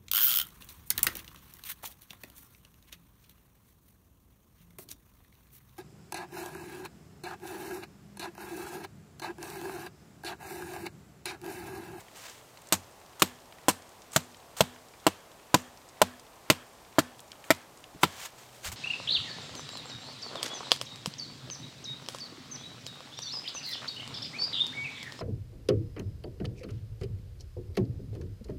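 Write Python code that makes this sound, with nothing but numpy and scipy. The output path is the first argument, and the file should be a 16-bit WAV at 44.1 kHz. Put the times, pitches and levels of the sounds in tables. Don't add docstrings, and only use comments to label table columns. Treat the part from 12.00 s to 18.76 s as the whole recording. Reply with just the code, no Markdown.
import sys
import numpy as np
from scipy import signal
from scipy.fft import rfft, irfft
from scipy.io import wavfile
from scipy.ndimage import uniform_filter1d

SR = 44100
rng = np.random.default_rng(int(sys.argv[2]) if len(sys.argv) > 2 else 0)


def digitize_waveform(pressure):
    field = np.atleast_2d(pressure).T
    bounded = np.clip(field, -1, 1)
    quanta = np.round(bounded * 32767).astype(np.int16)
    wavfile.write(sys.argv[1], SR, quanta)


def invert_db(x):
    u = np.asarray(x, float) / 20
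    return 10 ** u


N = 298116

# pitch_hz, level_db (per Hz)
WIND_COLOUR = [(14, -22), (30, -10), (60, -5.5), (122, -3), (210, -7), (330, -4.5), (740, -2.5), (1050, -5),
               (1500, -12), (4000, -17), (8600, -19), (9600, -22.5), (14800, -23.5), (16500, -37.5)]
WIND_DB = -55
# time_s, level_db
MOTOR_LEVELS = [(0, -69), (.7, -66.5), (1.3, -82), (3, -87), (5.8, -91), (6.4, -67.5), (6.76, -64)]
MOTOR_HZ = 124
# pitch_hz, level_db
TREELINE_COLOUR = [(500, -19), (1100, -0.5), (1450, -5), (1750, 2), (2100, -11), (2900, -12), (3300, -3),
                   (3800, -21.5)]
TREELINE_DB, TREELINE_LATE_S, TREELINE_SPREAD_S = -55.5, 0.098, 0.047
# pitch_hz, level_db
ECHO_COLOUR = [(150, 3), (500, 9), (1700, 3), (4000, -0.5), (9000, -5.5), (15000, -26)]
ECHO_DB, ECHO_NOTE_DB, ECHO_T60_S = -43, -7, 0.39
ECHO_FOLLOWS = 0.19
# loudest_s, level_db, rise_s (by 20 dB), sink_s (by 20 dB), top_db (relative)
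RUSTLES = [(.005, -52, .05, 0.03, -3.5), (.175, -54, -0.08, -0.04, -2), (.262, -47.5, 0.13, .11, -9),
           (.335, -61, 0.3, 0.3, -2), (6.22, -51.5, 0.26, 0.17, -17), (6.265, -43, 0.18, .018, -3),
           (6.39, -55, 0.05, 0.23, -6), (6.55, -57.5, 0.05, .15, -4)]
# loudest_s, level_db, rise_s, sink_s, top_db
DROP = [
    (6.654, -39, 0.023, 0.055, -3),
    (6.677, -38.5, 0.032, 0.023, -8),
    (6.72, -39.5, 0.0065, 0.03, -2),
]
# start_s, peak_db, pitch_hz, t60_s
BUMPS = [(5.948, -40.5, 306, 0.037), (5.958, -42, 175, .06), (6.657, -43, 75, 0.16),
         (6.681, -37, 80.3, 0.2), (6.729, -39, 105, 0.11)]
# start_s, peak_db, pitch_hz
CHIPS = [(0.015, -43, 1000), (0.0835, -41, 1530), (0.298, -33, 6900), (0.573, -40.5, 2970),
         (0.618, -43, 8400), (0.6713, -40, 6280), (0.688, -38, 8400), (1.5237, -40.5, 2180),
         (1.5843, -43.5, 2030), (1.822, -42, 4410), (1.892, -42, 6430), (2.0194, -38.5, 3770),
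         (2.1195, -36, 8000), (2.3451, -40.5, 2600), (2.7614, -40.5, 1510), (2.9376, -43, 2240),
         (3.0001, -44, 4500), (3.316, -43, 3130), (3.7737, -42.5, 5120), (3.8887, -39.5, 6700),
         (4.196, -40, 6100), (4.2666, -44, 2820), (4.8495, -43.5, 2600), (5.1933, -38, 3300),
         (5.2034, -37.5, 9800), (5.3175, -31, 4030), (5.3294, -41.5, 1600), (5.4408, -39, 2020),
         (5.7735, -43, 6460), (5.8408, -35, 2910)]
# pitch_hz, level_db
CHIP_SHELF = [(300, 0), (8700, 0), (9700, -8), (20000, -10)]
# start_s, level_db, change_db (by the blow), top_db (relative)
SCRAPES = [(1.1965, -42, -9, -1.5), (2.129, -49, -0.5, 3), (2.567, -42, -3, -2.5), (5.442, -58, -5, 1),
           (6.012, -56, 7, 2), (6.0301, -37.5, 17, -4)]
SCRAPE_RING_HZ, SCRAPE_RING_DB = 1200, -7
# pitch_hz, level_db
SWISH_COLOUR = [(600, -8), (1100, 0), (1900, -4), (2800, -7), (4500, -11)]
SWISH_DB, SWISH_RISE_S = -55.5, 0.11

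# start_s, strength_db, place (along the pole, 0-1), ground_db, hum_db
BLOWS = [(0.723, -26, 0.23, -46, -45.5), (1.22, -16.5, .97, -32, -38.5), (1.683, -16, 0.49, -30, -43.5),
         (2.161, -22.5, 0.57, -23.5, -40), (2.606, -15.5, 0.66, -21, -37), (3.066, -16, 0.09, -42, -53),
         (3.542, -13.5, .47, -18.5, -37), (4.016, -13, 0.72, -46, -36), (4.5, -12.5, 0.96, -20.5, -41),
         (4.984, -13, 0.48, -27, -38.5), (5.504, -14.5, 0.58, -32, -44), (6.033, -11, .87, -27, -46.5)]
# crack_db, cut_ms, die_s, slip_ms (first slip), splinter_hz
CUTS = [(-10, 1.7, .075, 9.3, 6500), (-1.5, 2.55, 0.019, 2.43, 3080), (-6.5, 1.4, 0.063, 3.85, 8600),
        (-5, 2.05, 0.03, 3.34, 7100), (-5.5, 1.7, 0.031, 1.92, 3420), (-10, 2.3, 0.042, 2.61, 2850),
        (-4, 2.5, .028, 4, 6600), (-5.5, 2.2, .028, 5, 1570), (-2.5, 3, .038, 3.66, 2800),
        (-13, 8.6, 0.046, 3.22, 1570), (-5, 4, 0.036, 3.26, 2070), (-6, 3, 0.038, 5.3, 3280)]
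# pitch_hz, level_db, t60_s
LOW_BEND = [(318, 0, 0.061), (381, -1, 0.043), (480, -10, 0.1)]
MIDDLE_BEND = [(645, -3.5, 0.041), (558, -3, 0.016), (762, -8.5, 0.046)]
HIGH_BENDS = [(858.4, 6.5, 0.049), (995, 9.5, 0.05)]
UPPER_BENDS = [(1168, 2, 0.047), (1344, 5.5, 0.052), (1450, -7, 0.025), (1767, 0.5, 0.041)]
# pitch_hz, level_db, t60_s
GROUND = [(151.3, -0.5, 0.19), (186, 0, 0.061), (122, -6.5, 0.067)]
DEEP_GROUND = [(92, 0, 0.23)]
FOOT = [(191, 0, 0.21)]
BEND_DB = [.5, 5, 0.8, -1.6]
NODE_LEAK = 0.11
DEEP_DB, FOOT_DB = -40, -33
SLIP_SHARE, LAST_SLIP_LATER, LAST_SLIP_SHARE = 0.37, 2.296, 0.27
HUM_HZ, HUM_T60_S = 247, 0.4
# pitch_hz, level_db (per Hz)
FIBRES = [(450, -11.5), (900, 6.5), (1600, -0.5), (2900, 1), (4500, -1), (6000, -9)]
# pitch_hz, level_db (per Hz)
FIBRE_TOPS = [(4000, -19), (6300, -4.5), (8200, -2), (9500, -12.5), (13500, -7), (16000, -31)]
SPLINTER_DB = -3
TOP_DB, DULLER_DB_PER_S = -6.5, -1.35
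THIN_HZ = 105
LIMIT = 0.6


def colour(x, points):
    hz, db = np.transpose(points)
    f = np.maximum(np.arange(len(x) // 2 + 1) * SR / len(x), 1)
    gain_db = np.interp(np.log(f), np.log(hz), db, left=db[0] - 37, right=db[-1] - 11)
    y = irfft(rfft(x) * invert_db(gain_db), len(x))
    return y / np.sqrt(np.mean(y ** 2))


def fade(size, t60):
    return np.exp(-np.log(1000) * np.arange(size) / SR / max(t60, 0.002))


def ring(modes, size, detune):
    t = np.arange(size) / SR
    out = np.zeros(size)
    for (hz, db, t60), factor in zip(modes, detune):
        out += invert_db(db) * fade(size, t60) * np.sin(2 * np.pi * hz * factor * t)
    return out


def add(out, s, x):
    i = int(s * SR)
    out[i:i + len(x)] += x[:N - i]


def peak(x, db):
    return x * invert_db(db) / np.max(np.abs(x))


def walk(rate):
    k = int(SR / rate)
    steps = np.repeat(rng.standard_normal(N // k + 1), k)
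    return 1.46 * uniform_filter1d(uniform_filter1d(steps, k), k)[:N]


def crackle(size, spiky_db):
    return rng.standard_normal(size) * invert_db(spiky_db * rng.exponential(size=size))


def note(hz, db, size):
    band = [(hz * 0.7, -20), (hz * 0.94, 0), (hz * 1.06, 0), (hz * 1.4, -20)]
    return invert_db(db) * colour(crackle(size, 3.0), band)


def wind():
    spectrum = rfft(colour(rng.standard_normal(N), WIND_COLOUR))
    f = np.maximum(np.arange(N // 2 + 1) * SR / N, 1)
    swell_db = 0.4 * walk(0.8)
    out = np.zeros(N)
    for hz in 20 * 2.0 ** np.arange(11):
        share = np.maximum(1 - np.abs(np.log2(f / hz)), 0)
        out += irfft(spectrum * share, N) * invert_db(swell_db + 0.24 * walk(6.5))
    return invert_db(WIND_DB) * out


def far_motor():
    s, db = np.transpose(MOTOR_LEVELS)
    level = invert_db(np.interp(np.arange(N) / SR, s, db) + 2.0 * walk(6))
    pitch_hz = MOTOR_HZ * (1 + 0.011 * walk(4))
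    return np.sqrt(2) * level * np.sin(2 * np.pi * np.cumsum(pitch_hz) / SR)


def treeline():
    t = np.arange(SR // 4) / SR
    blur = np.exp(-((t - TREELINE_LATE_S) / TREELINE_SPREAD_S) ** 2 / 2)
    level = np.zeros(N)
    for s, strength_db, *_ in BLOWS:
        add(level, s, invert_db(TREELINE_DB + strength_db + 12) * blur)
    return level * colour(crackle(N, 1.7), TREELINE_COLOUR)


def echo(strength_db, splinter_hz, size):
    wash = colour(rng.standard_normal(size), ECHO_COLOUR) + note(splinter_hz, ECHO_NOTE_DB, size)
    rise = np.minimum(np.arange(size) / SR / 0.009, 1)
    return invert_db(ECHO_DB + ECHO_FOLLOWS * (strength_db + 15)) * rise * fade(size, ECHO_T60_S) * wash


def rubbing():
    low_points = [(300, -15), (700, 0), (1500, 1.0), (3600, -0.5), (6000, -4), (8000, -7.0)]
    high_points = [(4500, -25), (6500, -1.5), (8500, -2.0), (10000, -8.5), (15500, -9.5)]
    low = colour(crackle(N, 2.0), low_points)
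    high = colour(crackle(N, 1.4), high_points)
    bark = low + note(SCRAPE_RING_HZ, SCRAPE_RING_DB, N)
    out, t = np.zeros(N), np.arange(N) / SR
    for s, db, rise_s, sink_s, top_db in RUSTLES + DROP:
        level = invert_db(db - 20 * np.maximum((s - t) / rise_s, (t - s) / sink_s))
        out += level * (low + invert_db(top_db) * high)
    for s, db, change_db, top_db in SCRAPES:
        bite_s = min(blow[0] for blow in BLOWS if blow[0] > s)
        level = invert_db(np.interp(t, [s, bite_s], [db, db + change_db], left=-150, right=-150))
        out += level * (bark + invert_db(top_db) * high)
    return out * invert_db(1.4 * walk(300))


def bumps():
    out = np.zeros(N)
    for s, db, hz, t60 in BUMPS:
        body = ring([(hz, 0, t60), (hz * 2.34, -8, t60 * 1.1)], 8192, [1, 1])
        push = np.hanning(int(SR / hz / 3))
        add(out, s, peak(np.convolve(push, body), db))
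    return out


def chips():
    out = np.zeros(N)
    faint = rng.random((220, 3)) * [N / SR, 9, 2.2] + [0, -56, 0]
    faint[:, 2] = 2000 * 2 ** faint[:, 2]
    for s, db, hz in list(CHIPS) + list(faint):
        band = [(hz / 3, -16), (hz, 0), (hz * 2.48, -13)]
        spit = colour(colour(rng.standard_normal(512), band), CHIP_SHELF)
        add(out, s, peak(spit * fade(512, 0.02), db))
    return out


def swishes():
    t = np.arange(SR // 4) / SR
    level = np.zeros(N)
    for s, *_ in BLOWS:
        add(level, s - 1 / 4, invert_db(SWISH_DB - 20 * t[::-1] / SWISH_RISE_S))
    return level * colour(rng.standard_normal(N), SWISH_COLOUR)


def jolts(slip_ms):
    force = np.zeros(1024)
    slip = slip_ms * SR / 1000
    force[[0, int(slip), int(slip * LAST_SLIP_LATER)]] = 1, SLIP_SHARE, LAST_SLIP_SHARE
    return np.convolve(force, np.hanning(22))


def wood_and_ground(strength_db, place, ground_db, slip_ms, size):
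    t = np.arange(size) / SR
    force = jolts(slip_ms)
    shape = np.abs(np.sin(np.pi * (np.arange(1, 5) * place + 1 / 4)))
    bend_db = strength_db + np.array(BEND_DB) + 20 * np.log10(shape + NODE_LEAK)
    groups = LOW_BEND, MIDDLE_BEND, HIGH_BENDS, UPPER_BENDS, GROUND, DEEP_GROUND, FOOT
    out = np.zeros(size)
    for modes, db in zip(groups, [*bend_db, ground_db, DEEP_DB, FOOT_DB]):
        lowest_hz = modes[0][0]
        detune = 1 + 0.008 * rng.standard_normal(len(modes))
        swing = signal.fftconvolve(force, ring(modes, size, detune))[:size]
        high_pass = signal.butter(2, 0.37 * lowest_hz, "high", fs=SR, output="sos")
        swing = signal.sosfilt(high_pass, swing)
        if lowest_hz > 100:
            swing = swing * (0.1 + 0.9 * np.exp(-(t * (lowest_hz / 600) ** 0.3 / 0.018) ** 2))
        out += peak(swing, db + 5.5)
    return out


def tearing(out, s, crack_db, cut_ms, die_s, splinter_hz, size):
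    t = np.arange(size) / SR
    tear = np.minimum(t / 0.001, 1)
    tear = tear * np.exp(-np.log(1000) * np.maximum(t - cut_ms / 1000, 0) / die_s)
    add(out, s + 0.001, invert_db(crack_db - 13) * tear * note(splinter_hz, SPLINTER_DB, size))
    tear = tear + invert_db(-24.0) * fade(size, 0.21)
    bursts = np.interp(t, np.arange(500) / 1000, invert_db(3.5 * rng.standard_normal(500) - 1.5))
    body = tear * bursts * colour(crackle(size, 2.53), FIBRES)
    top = tear ** 1.055 * bursts * colour(crackle(size, 3.3), FIBRE_TOPS)
    top_db = crack_db + TOP_DB + DULLER_DB_PER_S * s
    add(out, s + 0.0004, invert_db(crack_db - 9.5) * body + invert_db(top_db - 1.0) * top)


def chops():
    out, size = np.zeros(N), SR // 2
    hum = ring([(HUM_HZ, -1, HUM_T60_S), (HUM_HZ, -9, 0.2)], size, [1, 1.05])
    for blow, cut in zip(BLOWS, CUTS):
        s, strength_db, place, ground_db, hum_db = blow
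        crack_db, cut_ms, die_s, slip_ms, splinter_hz = cut
        add(out, s + 0.00037, wood_and_ground(strength_db, place, ground_db, slip_ms, size))
        tearing(out, s, crack_db, cut_ms, die_s, splinter_hz, size)
        add(out, s, invert_db(hum_db) * hum)
        add(out, s, echo(strength_db, splinter_hz, size))
    return out


def scene():
    thin = signal.butter(3, THIN_HZ, "high", fs=SR, output="sos")
    background = wind() + far_motor() + treeline()
    near = rubbing() + bumps() + chips() + swishes()
    return (background + near + signal.sosfilt(thin, chops()))[None]


def band_limit(x):
    return signal.sosfilt(signal.butter(12, 16840, fs=SR, output="sos"), x)


def record(dry):
    top = signal.ellip(8, 0.2, 60, 16000, fs=SR, output="sos")
    rounded = LIMIT * np.tanh(dry / LIMIT)
    return band_limit(signal.sosfilt(top, rounded))


dry = scene()
out = record(dry)
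digitize_waveform(out)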